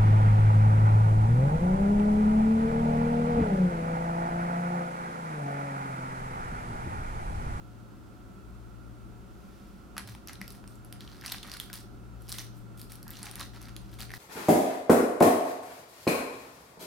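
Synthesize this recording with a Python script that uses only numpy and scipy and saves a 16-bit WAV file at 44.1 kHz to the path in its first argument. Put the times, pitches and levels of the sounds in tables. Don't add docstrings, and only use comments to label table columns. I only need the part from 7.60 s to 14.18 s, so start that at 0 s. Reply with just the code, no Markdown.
import sys
import numpy as np
from scipy import signal
from scipy.io import wavfile

SR = 44100
rng = np.random.default_rng(int(sys.argv[2]) if len(sys.argv) > 2 else 0)


def put_to_file(sound):
    columns = np.atleast_2d(sound).T
    safe = np.clip(columns, -1, 1)
    whole_steps = np.round(safe * 32767)
    wavfile.write(sys.argv[1], SR, whole_steps.astype(np.int16))


N = 290178
TIME = np.arange(N) / SR

# [t/s, level/dB]
HUM_LEVEL = [(0.0, -53.5), (1.5, -55.5), (2.1, -65), (3.3, -55), (4.1, -55.5), (4.8, -52), (6.58, -52)]
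# [t/s, level/dB]
SHAFT_LEVEL = [(0.0, -54), (0.4, -78), (0.88, -49), (1.6, -53.5), (2.6, -56.5), (3.1, -66), (4.0, -66),
               (4.58, -48.5), (4.9, -67), (6.35, -52.5), (6.58, -55)]
# [f/Hz, width/Hz, level/dB, left over right/dB]
RUSH_RESONANCES = [(193.7, 20.3, -58, -2), (313.2, 25, -63, -4), (539, 86, -68, -2),
                   (723, 16.6, -68.5, -10), (1352, 122, -63, -11), (2648, 27, -83.5, 5)]
HUM_HZ = 115.75
BEAT_S, BEAT_DIP_S, BEAT_SHARE = 1.653, 0.62, 0.35

# [f/Hz, level per Hz/dB]
AIR_COLOUR = [(20, -21), (32, -3.5), (47, 3.5), (80, -2.5), (150, -7), (200, -1.5), (260, -7), (370, -8.5),
              (455, -20.5), (600, -18.5), (1100, -19.5), (1450, -24), (1800, -28.5), (4500, -34.5),
              (15500, -40.5)]
# [f/Hz, correlation]
CHANNEL_LIKENESS = [(30, 1), (60, 0), (110, 0.35), (210, 0.74), (380, 0.38), (700, 0.089), (1400, 0.051),
                    (2600, 0.44), (15000, 0)]

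# [low f/Hz, high f/Hz]
PAPER_RANGES = [(650, 2510), (2500, 6300), (7800, 14900)]
# [f/Hz, level/dB]
CRACKLE_COLOUR = [(500, -6), (900, -1), (1400, -0.5), (2000, 1.5), (2600, -8), (3600, -0.5), (5000, -2),
                  (6800, -13), (9500, 0), (12500, -14), (16000, 9)]
# [t/s at full strength, hold/s, level/dB in the crack range, brightness/dB per range upwards]
PULLS = [(2.372, 0.012, -53, -6), (2.475, .032, -54, 1), (2.681, 0.029, -54.5, -4),
         (2.809, 0.049, -63.5, -2.5), (2.893, 0.067, -64, 3), (3.076, 0.08, -72.5, 6),
         (3.253, .012, -71, -1), (3.332, 0.027, -71, -5), (3.405, 0.27, -65, -0.5),
         (3.64, 0.069, -54, -1.5), (3.717, .045, -52.5, 0), (3.833, 0.091, -57, -3),
         (3.929, 0.011, -49, -1), (4.005, 0.016, -52.5, 3), (4.135, .02, -48.5, 3.5), (4.61, 0.064, -69, 5),
         (4.688, 0.056, -50.5, 5.5), (4.785, 0.0097, -47, 3), (4.947, 0.031, -71, 9),
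         (5.178, 0.028, -58, 8), (5.302, 0.025, -55.5, 3.5), (5.506, 0.1, -57.5, 0.5),
         (5.622, 0.076, -54, -2.5), (5.719, 0.1, -62.5, -5), (5.766, .02, -57, -2),
         (5.794, 0.019, -47, 0.5), (5.939, 0.014, -56.5, -2.5), (6.012, 0.081, -61, -1.5),
         (6.157, .2, -70, -1), (6.319, 0.016, -61.5, 3.5), (6.392, 0.023, -47.5, 0.5),
         (6.538, 0.016, -53.5, 4)]
PULL_COLOUR = [-1.5, -1, -4.5]
PULL_ATTACK_S, PULL_RELEASE_DB_PER_S = 0.0079, 253
REACH_S, REACH_WIDTH_S, REACH_DB = 1.98, 0.21, -70.5

# [t/s, facet ring f/Hz, level/dB in its own range, purity/dB lost per range away from the ring]
SNAPS = [(2.367, 1220, -35.5, 10), (2.38, 1500, -33.5, 1), (2.5501, 920, -44.5, 6),
         (2.6736, 11330, -41.5, 2), (2.6845, 4780, -41, 13), (2.7325, 11100, -44, 3),
         (2.7551, 3960, -47, 18), (2.815, 2030, -34.5, 6.5), (2.8792, 4740, -44, 2.5),
         (2.905, 10510, -44.5, 1.5), (3.0408, 1510, -48, 11), (3.0767, 8300, -49, 1),
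         (3.2483, 10900, -49.5, 11), (3.3261, 10900, -41.5, 0.5), (3.407, 3300, -42.5, 12.5),
         (3.4768, 3010, -45.5, 21), (3.612, 4950, -46.5, 9), (3.621, 1650, -45, 13),
         (3.6387, 1557, -42, 18), (3.6506, 2110, -39, 10), (3.6615, 4600, -35.5, 3.5),
         (3.6665, 5040, -43, 5), (3.6796, 2750, -36.5, 23), (3.699, 3920, -41, 13), (3.7202, 3920, -33, 6),
         (3.7222, 11900, -31, 2.5), (3.7238, 3730, -35, 21), (3.7452, 2280, -37.5, 12),
         (3.762, 4570, -46, 13), (3.7833, 3580, -41.5, 18), (3.83, 4350, -40, 12), (3.8332, 3400, -41, 13),
         (3.8474, 1205, -44.5, 9), (3.8973, 4610, -45, 13), (3.9166, 5200, -36, 12), (3.9386, 4610, -38, 8),
         (3.947, 1500, -45, 11), (3.9703, 3830, -44, 4), (4.0, 3330, -31, 6.5), (4.1001, 1520, -42.5, 8),
         (4.1304, 4960, -39, 3.5), (4.681, 5050, -49, 14), (4.6932, 10840, -39, 3),
         (4.7192, 5130, -33.5, 14), (4.7253, 4150, -35, 2), (4.7854, 4740, -34.5, 9),
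         (5.2155, 11200, -41.5, 3), (5.32, 2420, -51.5, -3), (5.3555, 11150, -45.5, 5),
         (5.4293, 11360, -45, 3.5), (5.4675, 890, -49, 18), (5.48, 11700, -42, 5), (5.4927, 1680, -46.5, 9),
         (5.5056, 13600, -36.5, 24), (5.5365, 2970, -48, 10), (5.63, 9420, -35.5, 5), (5.656, 3980, -46, 0),
         (5.7129, 9600, -39.5, 5), (5.7564, 11350, -36.5, 4.5), (5.796, 4970, -39, 9),
         (5.8115, 4230, -39, 15), (5.829, 4260, -40, 15), (6.0162, 5730, -51, 1), (6.0276, 5780, -53, -1),
         (6.085, 1900, -50, 5), (6.1648, 3300, -40.5, 6), (6.4052, 3380, -41, 3), (6.4942, 2080, -50, 8),
         (6.5049, 1850, -40, 9), (6.517, 1880, -42, 6), (6.5376, 1940, -33.5, 10)]
FLIP_COLOUR = [-8, -1.5, 3.5]
SNAP_PAN_DB, SNAP_SCATTER_DB = -0.8, 0.8
SMALL_SNAP_GAP_S, SMALL_SNAP_OVER_DB, SMALL_SNAP_PURITY_DB = 0.031, 10, 18

# [t/s, level/dB before the soft attack, f/Hz, time to fade 60 dB/s]
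BUMPS = [(2.418, -38, 195, 0.11), (2.448, -37.5, 109.6, 0.2), (2.495, -34.5, 112, 0.15),
         (2.526, -37, 66, 0.1), (2.812, -38, 182, 0.096), (5.537, -61, 198, 0.069)]
# [middle t/s, time from middle to 1/e^2/s, ring f/Hz, level/dB]
RUBS_AND_RINGS = [(2.838, .025, 2080, -56), (3.418, 0.024, 4400, -58), (3.913, 0.018, 5100, -66),
                  (4.785, 0.071, 1960, -55.5), (5.48, 0.029, 1700, -61), (5.519, 0.016, 2260, -62),
                  (5.55, 0.017, 2930, -62), (5.674, 0.053, 830, -54.5), (5.81, 0.021, 1070, -48),
                  (5.814, 0.03, 550, -57)]

# [f/Hz, time to fade 60 dB/s]
ROOM_FADE = [(300, 0.15), (1500, 0.2), (4000, 0.48), (9000, 0.21), (16000, 0.18)]
# [f/Hz, level/dB]
ROOM_COLOUR = [(200, 0), (1200, -6.5), (4000, -10), (9000, -3), (16000, -8)]
CUTOFF_HZ = 15900


def from_db(db):
    return 10 ** (np.asarray(db) / 20)


def rms_one(x):
    return x / np.sqrt(np.mean(x ** 2) + 1e-20)


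def in_time(rows):
    s, *columns = np.transpose(rows)
    return [np.interp(TIME, s, c) for c in columns]


def at_hz(points, hz):
    table_hz, values = np.transpose(points)
    return np.interp(np.log(hz), np.log(table_hz), values)


def panned(left_db):
    return rms_one(from_db([[left_db / 2], [-left_db / 2]]))


def band(x, low, high, order=2):
    sos = signal.butter(order, [low, min(high, .45 * SR)], "band", fs=SR, output="sos")
    return signal.sosfilt(sos, x + 1e-18)


def resonance(x, hz, width_hz):
    r = np.exp(-np.pi * width_hz / SR)
    top = np.array([1, 0, -1]) * (1 - r * r) / 2
    bottom = [1, -2 * r * np.cos(2 * np.pi * hz / SR), r * r]
    return signal.lfilter(top, bottom, x + 1e-18)


def drift(rate):
    knots = rng.standard_normal(4000)
    return rms_one(np.interp(TIME * rate, np.arange(len(knots)), knots))


def noise_bands(size, low_hz, count):
    edges = np.geomspace(low_hz, 17000, count + 1)
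    white = rng.standard_normal((2, 2, size))
    bands = []
    for k, (low, high) in enumerate(zip(edges, edges[1:])):
        bands.append((np.sqrt(low * high), band(white[k % 2], low, high, order=3)))
    return bands


def diffuse(pair, hz):
    alike = np.clip(at_hz(CHANNEL_LIKENESS, hz), -1, 1)
    return np.sqrt(1 + alike) * pair[0] + np.sqrt(1 - alike) * pair[1] * [[1], [-1]]


def range_of(hz):
    return sum(hz > high for low, high in PAPER_RANGES[:2])


def appliance(hum_gain_db=3.0, hum_lag=1.72, shaft_lag=1.0, waver_db=0.5):
    phase = 2 * np.pi * np.cumsum(HUM_HZ + .5 * drift(5.4)) / SR
    right = np.array([[0], [1]])
    hum_phase = phase - hum_lag * right
    beat = 2 * np.pi * (TIME - BEAT_DIP_S) / BEAT_S
    tones = np.sin(hum_phase) - BEAT_SHARE * np.sin(hum_phase + beat)
    hum_level = in_time(HUM_LEVEL)[0] + hum_gain_db + waver_db * drift(17)
    hum = from_db(hum_level) * tones * panned(6.9)
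    shaft_level = in_time(SHAFT_LEVEL)[0] + waver_db * drift(4.6)
    shaft = from_db(shaft_level) * np.sin(phase / 2 - shaft_lag * right) * panned(6.8)
    rush = 0
    for hz, width_hz, db, left_db in RUSH_RESONANCES:
        noise = rng.standard_normal((2, N))
        for _ in range(2):
            noise = resonance(noise, hz, 1.33 * width_hz)
        rush = rush + from_db(db) * rms_one(diffuse(noise, hz)) * panned(left_db)
    return np.sqrt(2) * (hum + shaft) + rush


def air(level_db=-50.5):
    bands = noise_bands(N, 18, count=26)
    mix = sum(from_db(at_hz(AIR_COLOUR, hz)) * diffuse(noise, hz) for hz, noise in bands)
    return from_db(level_db) * rms_one(mix)


def pull_levels():
    t = TIME[::32]
    steps = np.array([[-1], [0], [1]])
    reach = np.exp(-.5 * ((t - REACH_S) / REACH_WIDTH_S) ** 2)
    power = (from_db(REACH_DB) * reach) ** 2
    for start, hold, db, brightness in PULLS:
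        attack = np.clip(1 + (t - start) / PULL_ATTACK_S, 0, 1)
        release_db = PULL_RELEASE_DB_PER_S * np.maximum(t - start - hold, 0)
        power = power + (attack * from_db(db + brightness * steps - release_db)) ** 2
    levels = 10 * np.log10(power + 1e-20)
    return [np.interp(TIME, t, level) + colour_db for level, colour_db in zip(levels, PULL_COLOUR)]


def crackle(low, high, born, sizes, grain_q=5.0, count=8):
    out = 0
    for hz in np.geomspace(low, high, 2 * count + 1)[1::2]:
        shared, apart = rng.standard_normal((2, len(born)))
        clicks = np.zeros((2, N))
        clicks[:, born] = sizes * (shared + 0.067 * apart * [[1], [-1]])
        out = out + from_db(at_hz(CRACKLE_COLOUR, hz)) * resonance(clicks, hz, hz / grain_q)
    return rms_one(band(out, low * 0.87, high * 1.27))


def peeling(swish_below_db=-69):
    bonds_per_s, spread_db, rub_share = 950, 4.8, .14
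    born = np.flatnonzero(rng.random(N) < bonds_per_s / SR)
    sizes = from_db(spread_db * np.minimum(rng.exponential(1, len(born)), 3))
    out = 0
    for level_db, (low, high) in zip(pull_levels(), PAPER_RANGES):
        lightness = np.clip((swish_below_db - level_db) / 6 + .5, 0, 1)
        smooth = np.clip(rub_share + lightness, 0, 1)
        noise = rng.standard_normal(N) + .5 * rng.standard_normal((2, N))
        rub = rms_one(band(noise, low, high, order=3))
        grains = crackle(low, high, born, sizes)
        out = out + from_db(level_db) * (np.sqrt(smooth) * rub + np.sqrt(1 - smooth) * grains)
    return out * panned(-0.63)


def room(x, wet_db=-6.0, size=20000):
    t = np.arange(size) / SR
    tail = 0
    for hz, noise in noise_bands(size, 150, count=10):
        tail = tail + noise * from_db(at_hz(ROOM_COLOUR, hz) - 60 * t / at_hz(ROOM_FADE, hz))
    onset = np.interp(t, [.0007, .002], [0, 1])
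    tail = rms_one(tail * onset) / np.sqrt(size)
    return from_db(wet_db) * signal.fftconvolve(x, tail, axes=1)[:, :N]


def snaps(rows, crumple_s=0.00061, ring_gain=4.8, overtone_gain=1.8, ring_q=7.2, size=600, count=256):
    out, t = np.zeros((2, N + size)), np.arange(size) / SR
    level_span, crumple = .002 * SR, .42
    usual_hz = [1300, 4700, 11000]
    unlike = [.12, .25, .7]
    crumples = rng.standard_normal((count, 3, size))
    detunes = rng.uniform(.9, 1.1, (count, 3))
    places_db = SNAP_PAN_DB + SNAP_SCATTER_DB * rng.standard_normal(count)
    for (s, hz, level_db, purity_db), fibres, detune, left_db in zip(rows, crumples, detunes, places_db):
        start = min(int(s * SR), N)
        for k, ((low, high), apart, other_hz) in enumerate(zip(PAPER_RANGES, unlike, usual_hz * detune)):
            flip = crumple * (fibres[0] + apart * fibres[1:]) * np.exp(-t / crumple_s)
            flip[:, 0] += np.sign(fibres[0, 0])
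            away = abs(k - range_of(hz))
            if away == 0:
                db = level_db
                ring = ring_gain * resonance(flip, hz, hz / ring_q)
            else:
                db = level_db - purity_db * away + FLIP_COLOUR[k]
                ring = overtone_gain * resonance(flip, other_hz, 2 * other_hz / ring_q)
            facet = rms_one(band(flip + ring, low, high, order=3)) * np.sqrt(level_span / size)
            out[:, start:start + size] += from_db(db) * facet * panned(left_db)
    return out[:, :N]


def small_snaps(count=8):
    rows = []
    for (start, hold, db, brightness), draws in zip(PULLS, rng.random((len(PULLS), count, 2))):
        times = start + np.cumsum(2 * SMALL_SNAP_GAP_S * draws[:, 0])
        pitches = 1200 * 10 ** draws[:, 1]
        for s, hz in zip(times, pitches):
            if s < start + hold:
                level_db = db + SMALL_SNAP_OVER_DB + brightness * (range_of(hz) - 1)
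                rows.append((s, hz, level_db, SMALL_SNAP_PURITY_DB))
    return rows


def bumps(attack_s=0.007):
    out = np.zeros(N)
    for s, db, hz, t60 in BUMPS:
        age = np.maximum(TIME - s, 0)
        swell = 1 - np.exp(-age / attack_s)
        out += from_db(db - 60 * age / t60) * swell * np.sin(2 * np.pi * hz * age)
    return out


def rubs_and_rings(clicks_per_s=700, ring_q=12):
    out = np.zeros(N)
    for s, length, hz, db in RUBS_AND_RINGS:
        clicks = rng.random(N) < clicks_per_s / SR
        swell = np.exp(-2 * ((TIME - s) / length) ** 2)
        out += from_db(db) * swell * rms_one(resonance(clicks, hz, hz / ring_q))
    return out


def scene():
    close_sounds = snaps(SNAPS + small_snaps()) + peeling() + rubs_and_rings()
    return close_sounds + room(close_sounds) + bumps() + appliance() + air()


def record(dry):
    return signal.sosfilt(signal.ellip(10, .2, 70, CUTOFF_HZ, fs=SR, output="sos"), dry)


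dry = scene()
out = record(dry)
put_to_file(out)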